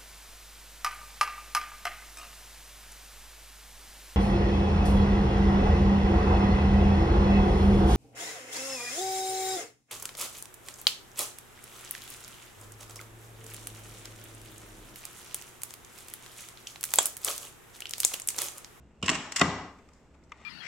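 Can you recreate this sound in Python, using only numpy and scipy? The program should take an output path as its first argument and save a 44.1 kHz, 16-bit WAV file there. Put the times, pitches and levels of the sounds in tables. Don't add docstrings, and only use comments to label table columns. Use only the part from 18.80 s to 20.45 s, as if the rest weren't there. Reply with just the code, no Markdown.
import sys
import numpy as np
from scipy import signal
from scipy.fft import rfft, irfft, next_fast_len
from scipy.io import wavfile
from scipy.ndimage import uniform_filter1d

SR = 44100
rng = np.random.default_rng(int(sys.argv[2]) if len(sys.argv) > 2 else 0)


def to_wav(sig):
    pcm = np.clip(np.atleast_2d(sig), -1, 1) * 32767
    pcm = np.round(pcm).astype(np.int16)
    wavfile.write(sys.argv[1], SR, pcm.T)


def ratio_of_db(decibels):
    return 10 ** (np.asarray(decibels, float) / 20)


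N = 72765

# f/Hz, density [dB per Hz]; then f/Hz, left-right likeness [0-1]
AIR = [(40, -8), (212, -6.5), (695, -17.5), (2200, -26.5), (5000, -38.5), (7600, -35), (10500, -42),
       (14000, -38.5)]
AIR_ALIKE = [(60, 0.8), (240, 0.97), (950, 0.85), (3770, 0.36), (15000, 0.43)]
AIR_DB = -57.5
HUM_HZ, HUM_WIDTH_HZ, HUM_DB, HUM_FADE_DB_PER_S = 67.3, 5.1, -60.5, 3.5
# t/s, level/dB
NOISE_FILTER = [
    (0, -6),
    (.2, -8.5),
    (.3, 10.5),
    (1.1, 0),
    (1.4, -6),
    (1.65, -4.5),
]
NOISE_FILTER_FROM_HZ = 900

# t/s, pot level/dB, touched part level/dB, rim level/dB, chatter [s]
UNLOCK = [
    (.216, -44, -54.5, -54, 0.0016),
    (.2263, -32, -25, -32, 0.0052),
    (.2325, -25, -33.5, -46.5, 0.0049),
    (.242, -38.5, -38, -51.5, 0.0033),
]
TURN = [(.2562, -42, -39, -46.5, 0.0024), (.2595, -36.5, -36, -32, 0.01), (.2795, -38, -25, -34, 0.0039),
        (.2808, -31.5, -14, -26.5, 0.0035), (.2912, -27.5, -13, -21.5, 0.004),
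        (.2975, -29.5, -20.5, -19, 0.0037), (.3015, -45, -33.5, -34, 0.008),
        (.3145, -23.5, -45.5, -28.5, 0.0027), (.331, -44, -28.5, -38.5, .004),
        (.339, -36.5, -37.5, -37.5, .005), (.345, -47, -33.5, -35, 0.006), (.3515, -45, -23.5, -31, 0.004),
        (.358, -40, -29.5, -38, .004), (.398, -44, -47.5, -54.5, 0.012)]
CATCH = [
    (.5206, -73.5, -34.5, -31.5, 0.0058),
    (.5585, -66, -43, -46.5, 0.0017),
    (.5605, -57.5, -26.5, -23, 0.013),
    (.584, -57, -30, -45, .004),
    (.5949, -34, -33.5, -22.5, 0.0038),
]
STOP = [
    (.6015, -46.5, -27.5, -47, 0.0054),
    (.609, -28, -25, -47, 0.0061),
    (.6128, -16.5, -9, -19.5, 0.0045),
    (.6158, -17, -7.5, -24, 0.0025),
    (.619, -22.5, -15.5, -40.5, 0.0042),
]
LATE = [(.985, -56, -59.5, -67, 0.013), (1.0874, -70, -56, -61, 0.0056), (1.1333, -65, -79, -59, 0.0067),
        (1.3418, -79, -62, -72, 0.0072), (1.4256, -71.5, -64.5, -83, 0.0071), (1.436, -98, -83, -65, 0.011),
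        (1.495, -82, -76, -64, 0.0032), (1.5188, -53.5, -31.5, -51.5, 0.0027),
        (1.5225, -55.5, -42.5, -68.5, 0.0035), (1.573, -79, -68.5, -63, .003),
        (1.612, -52.5, -51, -82, 0.0046)]
RISE_S, POT_SLOWER, STRIKE = 0.0004, 2, 2.2
EVEN = 0.89
FORCE_ALIKE = [.99, 0.76, 0.066]

# t/s, pressure level/dB
LUG_RUB = [
    (.225, -80.5),
    (.24, -39),
    (.3, -55),
    (.35, -44),
    (.42, -89),
    (.55, -54.5),
    (.6, -31.5),
    (.66, -100),
]
# t/s, pressure level/dB
PALM = [
    (1.31, -89.5),
    (1.35, -61.5),
    (1.375, -110),
    (1.52, -66.5),
    (1.56, -65.5),
    (1.61, -60.5),
    (1.65, -57),
]
LUG_RIM_DB, PALM_RIM_DB, GRAINS_PER_S = -5.5, -12, 7100

# f/Hz, width [Hz], level/dB Pot as the lock pin lets go
POT_FREE = [(78, 12, -10), (173.5, 36, 2), (296, 110, -6), (491, 38, -5.5), (694, 35, -9.5)]
POT_HELD = [(80.6, 14, -16.5), (175, 8.3, 2.5), (246, 24, 3), (357, 120, -4), (470, 13, -11),
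            (646, 50, -5.5)]
POT = [(86, 8, -6.5), (175.7, 33, 1), (272, 35, -1), (402.5, 43, -1.5), (510, 82, -10), (658, 87, -6),
       (735, 34, -5.5)]
PIN = [(1090, 150, -8), (1460, 71, -10.5), (2370, 290, -12), (2880, 200, -2), (3170, 180, -7),
       (3750, 500, -17.5)]
HANDLE = [(1015, 75, -1.5), (1126, 92, -0.5), (1590, 230, -9.5), (1880, 140, -2.5), (2137, 230, -6),
          (2560, 230, -2.5), (2800, 210, 0.5), (3350, 300, -8.5), (3750, 440, -13.5)]
SPRING = [(1282, 560, -8.5), (2015, 240, -1), (2770, 320, -6), (3430, 220, -7), (9600, 260, -10),
          (11500, 2300, -19.5), (14980, 860, -19.5)]
LID = [(837, 150, 3), (910.5, 61, 3.5), (1070, 98, -2.5), (1185, 100, 6.5), (1324, 330, -1.5),
       (1620, 73, -14), (1886, 160, -1), (2087, 170, 2.5), (2353, 300, -6.5), (2700, 540, -5),
       (3668, 180, -8.5), (4380, 230, -12.5)]
KNOB = [(930, 75, -3), (1231, 73, 6.5), (2092, 88, 3.5), (2360, 106, -0.5), (2594, 160, -4.5),
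        (2950, 160, -10), (3470, 220, -10), (5300, 240, -27), (5940, 610, -20)]
RIM = [(4310, 250, -5.5), (4650, 200, -2), (5490, 670, -1), (6450, 67, 2.5), (7060, 430, -1),
       (7630, 280, 1.5), (7920, 330, -1.5), (9880, 410, -7), (11600, 2900, -22), (14470, 1200, -23.5)]

# f/Hz, time to fall 60 dB [s]
KITCHEN = [(100, .9), (400, 0.78), (1000, 1), (3000, 0.71), (6000, 0.75), (9000, 0.39), (14000, 0.5)]
# f/Hz, level/dB; then f/Hz, left-right likeness [0-1]
WET = [(100, 0), (300, -5.5), (800, -2.5), (2000, -6), (5000, -4), (8500, -1.5), (10500, -7.5), (14000, -7)]
WET_ALIKE = [(60, 1), (180, 1), (550, 0.96), (1650, 0.74), (4970, 0.11), (15000, 1)]
KNEE_S, KNEE_DB_PER_S, FIRST_ECHO_S = 0.24, 73.5, 0.005
SHIFTS_PER_S = 30
BLUR_FROM_HZ, BLUR_HZ, BLUR_DB = 600, 262, 5

LEFT_DB = [-3.5, -3, 1, -0.5, 1.5]
# f/Hz, left over right level/dB
LEAN = [(100, 1.5), (1200, 2), (2800, 1.5), (5000, 1.5), (9000, 1.5), (14000, 4)]
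# f/Hz, level/dB
MICROPHONE = [(20, 0), (60, -2.5), (8200, 1.5), (9300, -8.5), (11000, -8.5), (15500, -12), (16300, -43)]
GATE_FROM_HZ, GATE_BELOW_DB, GATE_UNEVEN_DB = 9300, -60, 7


def unit(x):
    return x / np.sqrt(np.mean(x ** 2) + 1e-20)


def along(points, hz):
    f, value = np.transpose(points)
    return np.interp(np.log(hz + 1), np.log(f + 1), value)


def curve(rows):
    t, value = np.transpose(rows)
    return np.interp(np.arange(N) / SR, t, value)


def filtered(x, response):
    size = next_fast_len(x.shape[-1] + SR // 2)
    hz = np.fft.rfftfreq(size, 1 / SR)
    return irfft(rfft(x, size) * response(hz), size)[..., :x.shape[-1]]


def pair(size, spectrum, alike):
    def response(hz):
        turn = np.arccos(np.clip(along(alike, hz), -1, 1)) / 2
        return ratio_of_db(along(spectrum, hz)) * [np.cos(turn), np.sin(turn)]

    mid, side = filtered(rng.standard_normal((2, size)), response)
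    return np.array([mid + side, mid - side])


def room_tone():
    air = ratio_of_db(AIR_DB) * unit(pair(N, AIR, AIR_ALIKE))
    treble = filtered(air, lambda hz: 1 / (1 + (NOISE_FILTER_FROM_HZ / (hz + 1)) ** 2))
    air = air + treble * (ratio_of_db(curve(NOISE_FILTER)) - 1)
    hum = unit(filtered(rng.standard_normal(N), lambda hz: np.exp(-((hz - HUM_HZ) / HUM_WIDTH_HZ) ** 2)))
    hum_db = HUM_DB + 3.5 - HUM_FADE_DB_PER_S * np.arange(N) / SR
    return air + ratio_of_db(hum_db) * hum


def body(force, modes):
    def response(f):
        total = 0
        for k, (centre, width, db) in enumerate(modes):
            damping = 1j * f * width
            total = total + (-1) ** k * ratio_of_db(db) * damping / (centre * centre - f * f + damping)
        return total

    power = np.mean(abs(response(np.linspace(1, SR / 2, 8000))) ** 2)
    return filtered(force, response) / np.sqrt(power)


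def contacts(table, modes, pot=POT):
    force = np.zeros((3, 2, N + SR))
    t = np.arange(SR // 10) / SR
    turn = np.arccos(np.clip(FORCE_ALIKE, -1, 1))[:, None] / 2
    for s, pot_db, part_db, rim_db, chatter in table:
        lasts = max(chatter, .001) * np.array([[POT_SLOWER], [1], [1]])
        cutoff = np.exp(-(t / lasts / 2) ** 2)
        shape = (1 - np.exp(-t / RISE_S)) * np.exp(-t / lasts) * cutoff
        mid, side = shape * rng.standard_normal((2, 3, len(t)))
        spectrum = rfft(mid)
        mid = irfft(spectrum / abs(spectrum) ** np.clip(EVEN, 0, 1), len(t)) * cutoff
        mid = mid / np.linalg.norm(mid, axis=1, keepdims=True)
        mid = mid * np.linalg.norm(shape, axis=1, keepdims=True) + STRIKE * (t == 0)
        mid, side = np.cos(turn) * mid, np.sin(turn) * side
        both = np.stack([mid + side, mid - side], axis=1)
        level = ratio_of_db([pot_db, part_db, rim_db])[:, None, None]
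        force[..., round(s * SR):][..., :len(t)] += level * both
    on_pot, on_part, on_rim = force[..., :N]
    return body(on_pot, pot) + body(on_part, modes) + body(on_rim, RIM)


def unlocking():
    return contacts(UNLOCK, PIN, POT_FREE)


def rubbing(pressure, modes, rim_db):
    grains = rng.random((3, N)) < GRAINS_PER_S / SR
    grit = grains * rng.standard_normal((3, N)) * rng.exponential(1, (3, N))
    force = ratio_of_db(curve(pressure)) * unit(grit)
    return body(force[0], modes) + ratio_of_db(rim_db) * body(force[1:], RIM)


def turning():
    return contacts(TURN, HANDLE, POT_HELD) + rubbing(LUG_RUB, HANDLE, LUG_RIM_DB)


def catching():
    return contacts(CATCH, SPRING)


def stopping():
    return contacts(STOP, LID)


def hand_shifting():
    return contacts(LATE, KNOB) + rubbing(PALM, LID, PALM_RIM_DB)


def blurred(x):
    high = filtered(x, lambda hz: 1 / (1 + (BLUR_FROM_HZ / (hz + 1)) ** 4))
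    flutter = unit(filtered(rng.standard_normal(N), lambda hz: np.exp(-(hz / BLUR_HZ) ** 2)))
    return x - high + high * (1 + ratio_of_db(BLUR_DB) * flutter) / np.sqrt(1 + ratio_of_db(2 * BLUR_DB))


def kitchen(x):
    wet = 0
    drift = np.pi * SHIFTS_PER_S * np.arange(N) / SR
    delayed = np.pad(x, (round(FIRST_ECHO_S * SR), 0))[None]
    for share in (np.cos(drift), np.sin(drift)):
        hz, t, z = signal.stft(pair(SR, WET, WET_ALIKE), SR, nperseg=256)
        fall_db = -60 * t / along(KITCHEN, hz)[:, None] - KNEE_DB_PER_S * np.maximum(t - KNEE_S, 0)
        tail = signal.istft(z * ratio_of_db(fall_db), SR, nperseg=256)[1] / np.sqrt(SR / 20)
        wet = wet + share * signal.fftconvolve(delayed, tail, axes=1)[:, :N]
    return wet


def scene():
    parts = [unlocking(), turning(), catching(), stopping(), hand_shifting()]
    side = np.array([[.5], [-.5]])
    near = sum(ratio_of_db(db * side) * part for part, db in zip(parts, LEFT_DB))
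    near = near + kitchen(blurred(near.mean(axis=0)))
    return filtered(near, lambda hz: ratio_of_db(along(LEAN, hz) * side)) + room_tone()


def gated(x):
    hz, _, z = signal.stft(x, SR, nperseg=1024)
    power = np.mean(abs(z) ** 2, axis=0)
    uneven = uniform_filter1d(rng.standard_normal(power.shape), size=6, axis=0)
    uneven = unit(uniform_filter1d(uneven, size=4, axis=1))
    limit = power.sum(axis=0) * ratio_of_db(2 * (GATE_BELOW_DB + GATE_UNEVEN_DB * uneven)) + 1e-20
    smooth = np.abs(uniform_filter1d(power, size=4, axis=0)) + 1e-20
    keep = np.where(hz[:, None] > GATE_FROM_HZ, 1 / (1 + (limit / smooth) ** 3), 1)
    return signal.istft(z * keep, SR, nperseg=1024)[1][:, :N]


def band_limit(x):
    return signal.sosfilt(signal.butter(12, 16310, fs=SR, output="sos"), x)


def record(dry):
    heard = filtered(dry, lambda hz: ratio_of_db(along(MICROPHONE, hz)))
    mix = gated(heard)
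    return band_limit(mix)


dry = scene()
out = record(dry)
to_wav(out)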